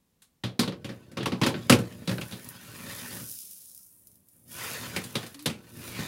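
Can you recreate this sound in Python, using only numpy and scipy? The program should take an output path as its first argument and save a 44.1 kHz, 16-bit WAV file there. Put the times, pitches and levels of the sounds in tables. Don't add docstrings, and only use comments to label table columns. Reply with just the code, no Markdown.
import sys
import numpy as np
from scipy import signal
from scipy.fft import rfft, irfft
from scipy.io import wavfile
from scipy.ndimage import uniform_filter1d

SR = 44100
rng = np.random.default_rng(int(sys.argv[2]) if len(sys.argv) > 2 else 0)


def to_wav(sig):
    pcm = np.clip(np.atleast_2d(sig), -1, 1) * 32767
    pcm = np.round(pcm).astype(np.int16)
    wavfile.write(sys.argv[1], SR, pcm.T)


N = 267687

# (time [s], level [dB], boom re clank [dB], treble re clank [dB],
# ring length [factor], favoured low pitch [Hz], favoured high pitch [Hz])
KNOCKS = [(0.219, -53.5, -43, 7, 0.93, 253, 3820), (0.436, -25.5, -3.5, -12.5, 0.9, 114, 3580),
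          (0.592, -16.5, -7, -4.5, 0.88, 254, 4350), (0.632, -24, -15, -21, 0.45, 182, 1050),
          (0.676, -26.5, -0.5, -14, 0.56, 308, 3420), (0.721, -34, -9, -20, 0.68, 355, 1090),
          (0.844, -32, -3, -9, 0.82, 172, 2810), (0.89, -34.5, -4, -14.5, 0.9, 325, 1680),
          (1.115, -48.5, 2, 0, 0.74, 293, 1750), (1.17, -26, -7, -14.5, 1.0, 334, 1140),
          (1.206, -30.5, -4, -29, 1.0, 331, 3280), (1.229, -29, -1.5, -8.5, 0.35, 116, 1830),
          (1.257, -18.5, -9, -10, 0.63, 325, 1010), (1.319, -26.5, 0, -18, 0.89, 224, 1040),
          (1.414, -17, -4, -12.5, 0.75, 343, 1020), (1.433, -19.5, -9, -11, 1.0, 345, 3410),
          (1.463, -15.5, -7.5, -7, 0.71, 284, 920), (1.541, -28, -1, -40.5, 0.75, 228, 1520),
          (1.696, -6.5, -5.5, -5, 0.77, 260, 1280), (1.723, -11.5, -2.5, -7, 0.57, 254.3, 2600),
          (1.787, -32, 4.5, -1.5, 0.78, 129, 1460), (1.923, -45, -1, 0, 0.38, 217, 2730),
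          (2.074, -25, -5, -7.5, 0.71, 182, 3820), (2.092, -26, -3, -7, 0.61, 504, 1470),
          (2.113, -29, 0.5, -7.5, 0.89, 121, 1660), (2.181, -26, -4, -30, 0.3, 167, 1380),
          (2.212, -27.5, -9, -6.5, 0.54, 129, 2600), (2.31, -40.5, -8, 0, 1, 187, 3900),
          (2.322, -34, -6.5, -7, 0.92, 188, 3730), (4.962, -20.5, -11.5, -4.5, 0.67, 145, 2200),
          (5.038, -38.5, -3.5, 7.5, 0.75, 130, 4250), (5.153, -20, -9.5, -7.5, 0.66, 227, 3630),
          (5.228, -35, -8, -6, .9, 660, 1720), (5.263, -38.5, -9, 3.5, 0.44, 119, 4260),
          (5.343, -38, -22, 2, 0.34, 280, 4060), (5.391, -43, -39, 3, 1.0, 293, 4350),
          (5.458, -17, -8.5, -2, 0.57, 142, 3900), (5.498, -32.5, -4, -5, 1, 211, 2620),
          (5.764, -50, 3, -13, 0.89, 144, 1710), (5.99, -31.5, -2, -5.5, 1, 180, 1740)]
# (frequency [Hz], level [dB], t60 at ring length 1 [s])
TRAY_MODES = [(95.5, -17, 0.64), (121, -0.5, 0.28), (154.1, -2.5, 0.23), (186.2, -2.5, .3),
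              (218.8, -5.5, 0.22), (241, -0.5, 0.19), (284, -3, 0.13), (345.5, -8.5, 0.27),
              (426.4, -12, 0.31), (478, -16.5, 0.51), (542.7, -9.5, 0.26), (572, -16, .2),
              (1022, -16, 0.048), (1243, -30.5, 0.36), (1366, -21, 0.13), (1522, -21, 0.18),
              (1882, -16.5, 0.056), (2070, -23.5, 0.1), (2378, -21, 0.059), (2550, -29, .16),
              (2620, -17.5, 0.057), (2810, -18.5, 0.11), (3340, -25, 0.23), (3655, -19.5, 0.16),
              (3950, -24.5, 0.2), (4950, -24, .14), (1113, -21, 0.2), (4450, -18.5, 0.083),
              (3073, -20, 0.14), (5070, -21, .11)]
# (frequency [Hz], relative density [dB per Hz])
DENSE_RING_COLOUR = [(35, -31), (60, -11), (96, -10.5), (255, -3), (563, -21.5), (647, -21), (985, -25.5),
                     (2080, -23.5), (2450, -23), (3020, -25), (6990, -26), (9910, -24), (15800, -37)]
# (frequency [Hz], t60 at ring length 1 [s])
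DENSE_RING_T60 = [(80, 0.14), (210, 0.37), (560, 0.42), (1470, 0.25), (3880, 0.23), (10200, 0.2)]
# (time [s], scrape [dB], tray rumble [dB])
SLIDE_LEVELS = [(0.45, -87, -59), (0.93, -64, -50.5), (1.15, -68.5, -54), (1.6, -51, -44.5),
                (2.0, -56.5, -47.5), (2.61, -52, -54.5), (2.82, -46.5, -48), (2.89, -42, -40.5),
                (3.07, -43.5, -51), (3.12, -44, -41), (3.21, -47, -43), (3.25, -58.5, -49.5),
                (3.39, -75, -67), (3.87, -84.5, -75.5), (4.17, -89, -65), (4.31, -91, -76),
                (4.35, -78, -64.5), (4.44, -88, -63), (4.52, -52.5, -51), (4.6, -39, -48.5),
                (4.73, -37, -47), (5.0, -44.5, -43), (5.08, -51.5, -50), (5.24, -46.5, -45),
                (5.36, -63, -65), (5.72, -61.5, -53), (5.8, -49.5, -46), (5.99, -38.5, -41.5),
                (6.07, -39.5, -46)]
# (frequency [Hz], relative density [dB per Hz])
GRIT_COLOUR = [(240, -35.5), (400, 0), (561, -2), (740, -7.5), (1120, 3), (1650, 2), (1890, 0.5), (2530, 4),
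               (6990, -1.5), (9810, -12.5), (15800, -22.5)]
# (time [s], level [dB])
FIZZ_LEVELS = [(0.45, -88), (0.85, -91), (0.92, -64.5), (1.2, -91), (1.36, -74), (2.05, -60.5), (2.13, -50),
               (2.62, -55.5), (3.01, -44), (3.26, -41.5), (3.31, -39), (3.56, -47), (3.84, -53),
               (4.13, -63), (4.24, -68), (4.34, -59.5), (4.46, -62), (4.52, -44), (4.63, -41.5),
               (4.93, -50.5), (5.33, -56), (5.49, -78), (5.75, -54), (5.89, -45), (6.07, -69)]
# (frequency [Hz], relative density [dB per Hz])
FIZZ_COLOUR = [(1410, -48), (2400, -17), (4010, -10.5), (4440, -10.5), (5080, -3), (7130, -5), (7960, -5),
               (9770, 2.5), (12700, -0.5), (15800, -2.5)]
# (time [s], level [dB])
POPS = [(2.445, -31), (2.4887, -25.5), (3.176, -41), (3.2819, -38), (3.3145, -25), (3.5103, -33),
        (3.5335, -35.5), (3.6573, -36), (3.7477, -34), (3.7766, -33), (3.8305, -39), (3.927, -49),
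        (4.037, -52), (4.071, -35), (4.116, -43), (4.1425, -50.5), (4.156, -44), (4.2345, -60.5),
        (4.2856, -41.5), (5.4252, -34), (5.8765, -42), (5.9424, -52)]
# (frequency [Hz], relative density [dB per Hz])
FLOOR_COLOUR = [(15, -29), (25, 2.5), (80, 5), (241, 5), (361, -6), (542, -4.5), (587, -13.5), (637, -10),
                (1060, -11), (1320, -15.5), (1820, -16), (9720, -17), (15800, -17)]

ACCENT_DB = 7
SKID_DB, SKID_T60_S = -32, 0.28
SHUDDER_DB, SHUDDER_T60_S = -25.5, 0.7
SETTLE_S = 0.027
RUB_HZ, RUB_RMS_OCTAVES = 1670, 0.2
SHAKEN_DB = -9
FIZZ_EDGE_HZ, FIZZ_TOP_EDGE_HZ = 2100, 8700
REST_START_S, REST_END_S, THINNING_OCT_PER_S = 3.55, 4.46, 5.3
POP_ATTACK_S, POP_DECAY_S, POP_TAIL_S = 0.0006, 0.00093, 0.023
HUM_START_S, HUM_LENGTH_S, HUM_DB = 5.335, 0.121, -50.5
HUM_HZ, HUM_FLAT_FRACTION, HUM_GLIDE_S = 304, 0.13, 0.05
FLOOR_DB, BAND_EDGE_HZ = -72, 15900


def amp(db):
    return 10 ** (np.asarray(db) / 20)


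def evened(x):
    return x / np.sqrt(np.mean(x ** 2) + 1e-20)


def read(points, hz):
    f, value = np.transpose(points)
    return np.interp(np.log(hz + 1), np.log(f + 1), value)


def curve(table, column):
    rows = np.array(table)
    return np.interp(np.arange(N) / SR, rows[:, 0], rows[:, column])


def add(mix, start_s, sound):
    part = mix[round(start_s * SR):][:len(sound)]
    part += sound[:len(part)]


def coloured(x, points, tilt_db_per_octave=0.0):
    hz = np.fft.rfftfreq(len(x), 1 / SR)
    gain_db = read(points, hz) + tilt_db_per_octave * np.log2((hz + 1) / 1e4)
    return evened(irfft(rfft(x) * amp(gain_db), len(x)))


def wander(samples):
    once = uniform_filter1d(rng.standard_normal(N), samples)
    return evened(uniform_filter1d(once, samples))


def grains(per_s, spread_db, bed):
    sizes = amp(spread_db * np.minimum(rng.exponential(1, N), 3.0)) * rng.standard_normal(N)
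    clicks = sizes * (rng.random(N) < per_s / SR)
    return evened(clicks) + bed * rng.standard_normal(N)


def knock(level_db, boom_db, treble_db, ring, low_hz, high_hz):
    t = np.arange(15360) / SR

    def tone_db(f):
        near_high = np.exp(-(np.log((f + 1) / high_hz) / 0.22) ** 2)
        near_low = np.exp(-(np.log((f + 1) / low_hz) / 0.17) ** 2)
        balance_db = read([(350, boom_db), (900, 0.011), (4500, 0.011), (8000, treble_db)], f)
        return balance_db + ACCENT_DB * (near_high + near_low)

    hz, mode_db, t60_s = np.transpose(TRAY_MODES)
    luck, phase = rng.standard_normal((2, len(hz)))
    start_db = mode_db + tone_db(hz) + 2.5 * luck
    rise = 1 - np.exp(-t * hz[:, None] / 0.89)
    fall = amp(start_db[:, None] - 60 * t / (ring * t60_s[:, None]))
    tones = np.sin(2 * np.pi * hz[:, None] * t + 4 * phase[:, None])
    modes = (rise * fall * tones).sum(0)

    f, frame_s, spectrum = signal.stft(rng.standard_normal(len(t)), SR, nperseg=256)
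    colour_db = (read(DENSE_RING_COLOUR, f) + tone_db(f))[:, None]
    decay_db = 60 * frame_s / (ring * read(DENSE_RING_T60, f)[:, None])
    dense = signal.istft(spectrum * amp(colour_db - decay_db), SR, nperseg=256)[1][:len(t)]
    crack = 1 + 0.46 * np.exp(-t / 0.0048)

    onset = np.minimum(t / 0.002, 1)
    return amp(level_db) * (amp(-1.5) * modes + amp(20.5) * dense * crack) * onset


def after_knocks(under_db, t60_s):
    t = np.arange(SR // 2) / SR
    power = np.zeros(N)
    shape = amp(under_db - 60 * t / t60_s) * np.minimum(t / SETTLE_S, 1)
    for start_s, level_db, *_ in KNOCKS:
        add(power, start_s, (amp(level_db) * shape) ** 2)
    return np.sqrt(power)


def after_second_knock():
    return np.arange(N) > KNOCKS[1][0] * SR


def rubbed(scrape):
    f, frame_s, spectrum = signal.stft(scrape, SR, nperseg=512)
    frame_at = np.minimum(frame_s * SR, N - 1).astype(int)
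    centre_hz = RUB_HZ * 2 ** (RUB_RMS_OCTAVES * wander(samples=2500))[frame_at]
    patches = uniform_filter1d(rng.standard_normal(spectrum.shape), 3, 0)
    patches = evened(uniform_filter1d(patches, 9, 1))
    lift = np.exp(-(np.log((f[:, None] + 1) / centre_hz) / 0.12) ** 2)
    spectrum = spectrum * amp(6.2 * lift + 2.6 * patches)
    return evened(signal.istft(spectrum, SR, nperseg=512)[1][:N])


def slide():
    grit = grains(per_s=2500, spread_db=-0.5, bed=1.0) * amp(1.6 * wander(samples=400))
    bumps = grains(per_s=120, spread_db=0.5, bed=1.0)

    t = np.arange(8192) / SR
    low_modes, high_modes = np.zeros(len(t)), np.zeros(len(t))
    for hz, mode_db, t60_s in TRAY_MODES:
        mode = amp(mode_db - 60 * t / (0.83 * t60_s)) * np.sin(2 * np.pi * hz * t)
        if hz < 700:
            low_modes += mode
        else:
            high_modes += mode

    scrape_gain = np.hypot(amp(curve(SLIDE_LEVELS, column=1)), after_knocks(SKID_DB, SKID_T60_S))
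    rumble_gain = np.hypot(amp(curve(SLIDE_LEVELS, column=2)), after_knocks(SHUDDER_DB, SHUDDER_T60_S))
    ringing = np.interp(20 * np.log10(scrape_gain), [-62, -46], [0.9, 0.45])
    murmur = evened(signal.oaconvolve(grit, high_modes)[:N])
    scrape = rubbed(coloured(grit, GRIT_COLOUR) + ringing * murmur)
    rumble = evened(signal.oaconvolve(bumps, low_modes)[:N])
    return after_second_knock() * (scrape_gain * scrape + rumble_gain * rumble)


def fizz():
    crackle = grains(per_s=700, spread_db=3.5, bed=1.4)
    crackle = crackle * amp(1.0 * wander(samples=250))
    f, frame_s, spectrum = signal.stft(coloured(crackle, FIZZ_COLOUR), SR, nperseg=256)
    rested_s = np.maximum(frame_s - REST_START_S, 0) * (frame_s < REST_END_S)
    edge_hz = np.minimum(FIZZ_EDGE_HZ * 2 ** (THINNING_OCT_PER_S * rested_s), FIZZ_TOP_EDGE_HZ)
    octaves_under = np.maximum(np.log2(edge_hz / (f[:, None] + 1)), 0)
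    thinned = signal.istft(spectrum * amp(-14.0 * octaves_under), SR, nperseg=256)[1][:N]

    own_gain = amp(curve(FIZZ_LEVELS, column=1))
    shaken_gain = amp(curve(SLIDE_LEVELS, column=1) + SHAKEN_DB)
    out = after_second_knock() * np.hypot(own_gain, shaken_gain) * thinned

    t = np.arange(2048) / SR
    attack = np.minimum(t / POP_ATTACK_S, 1)
    envelope = attack * (np.exp(-t / POP_DECAY_S) + 0.16 * np.exp(-t / POP_TAIL_S))
    for start_s, level_db in POPS:
        burst = coloured(rng.standard_normal(len(t)), FIZZ_COLOUR, tilt_db_per_octave=3.2)
        add(out, start_s, amp(level_db) * burst * envelope)
    return out


def hum():
    t = np.arange(0, HUM_LENGTH_S, 1 / SR)
    glide = 1 - HUM_FLAT_FRACTION * np.exp(-t / HUM_GLIDE_S)
    pitch_hz = HUM_HZ * glide * (1 + 0.018 * wander(samples=500)[:len(t)])
    tone = np.sqrt(2) * amp(HUM_DB) * np.sin(2 * np.pi * np.cumsum(pitch_hz) / SR)
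    fade = np.minimum(t / 0.019, 1) * signal.windows.tukey(len(t), 0.2)
    return tone * fade * amp(1.2 * wander(samples=400)[:len(t)])


def scene():
    mix = slide() + fizz()
    add(mix, HUM_START_S, hum())
    for start_s, *blow in KNOCKS:
        add(mix, start_s, knock(*blow))
    return np.array([mix, mix])


def record(dry):
    thin = signal.sosfilt(signal.butter(4, 75.0, "high", fs=SR, output="sos"), dry)
    floor = amp(FLOOR_DB) * coloured(rng.standard_normal(N), FLOOR_COLOUR)
    over = np.maximum(abs(thin) - 0.7, 0)
    rounded = thin - np.sign(thin) * (over - 0.27 * np.tanh(over / 0.27))
    lowpass = signal.firwin(511, BAND_EDGE_HZ, window=("kaiser", 9), fs=SR)
    return signal.oaconvolve(rounded + floor, lowpass[None], "same")


dry = scene()
out = record(dry)
to_wav(out)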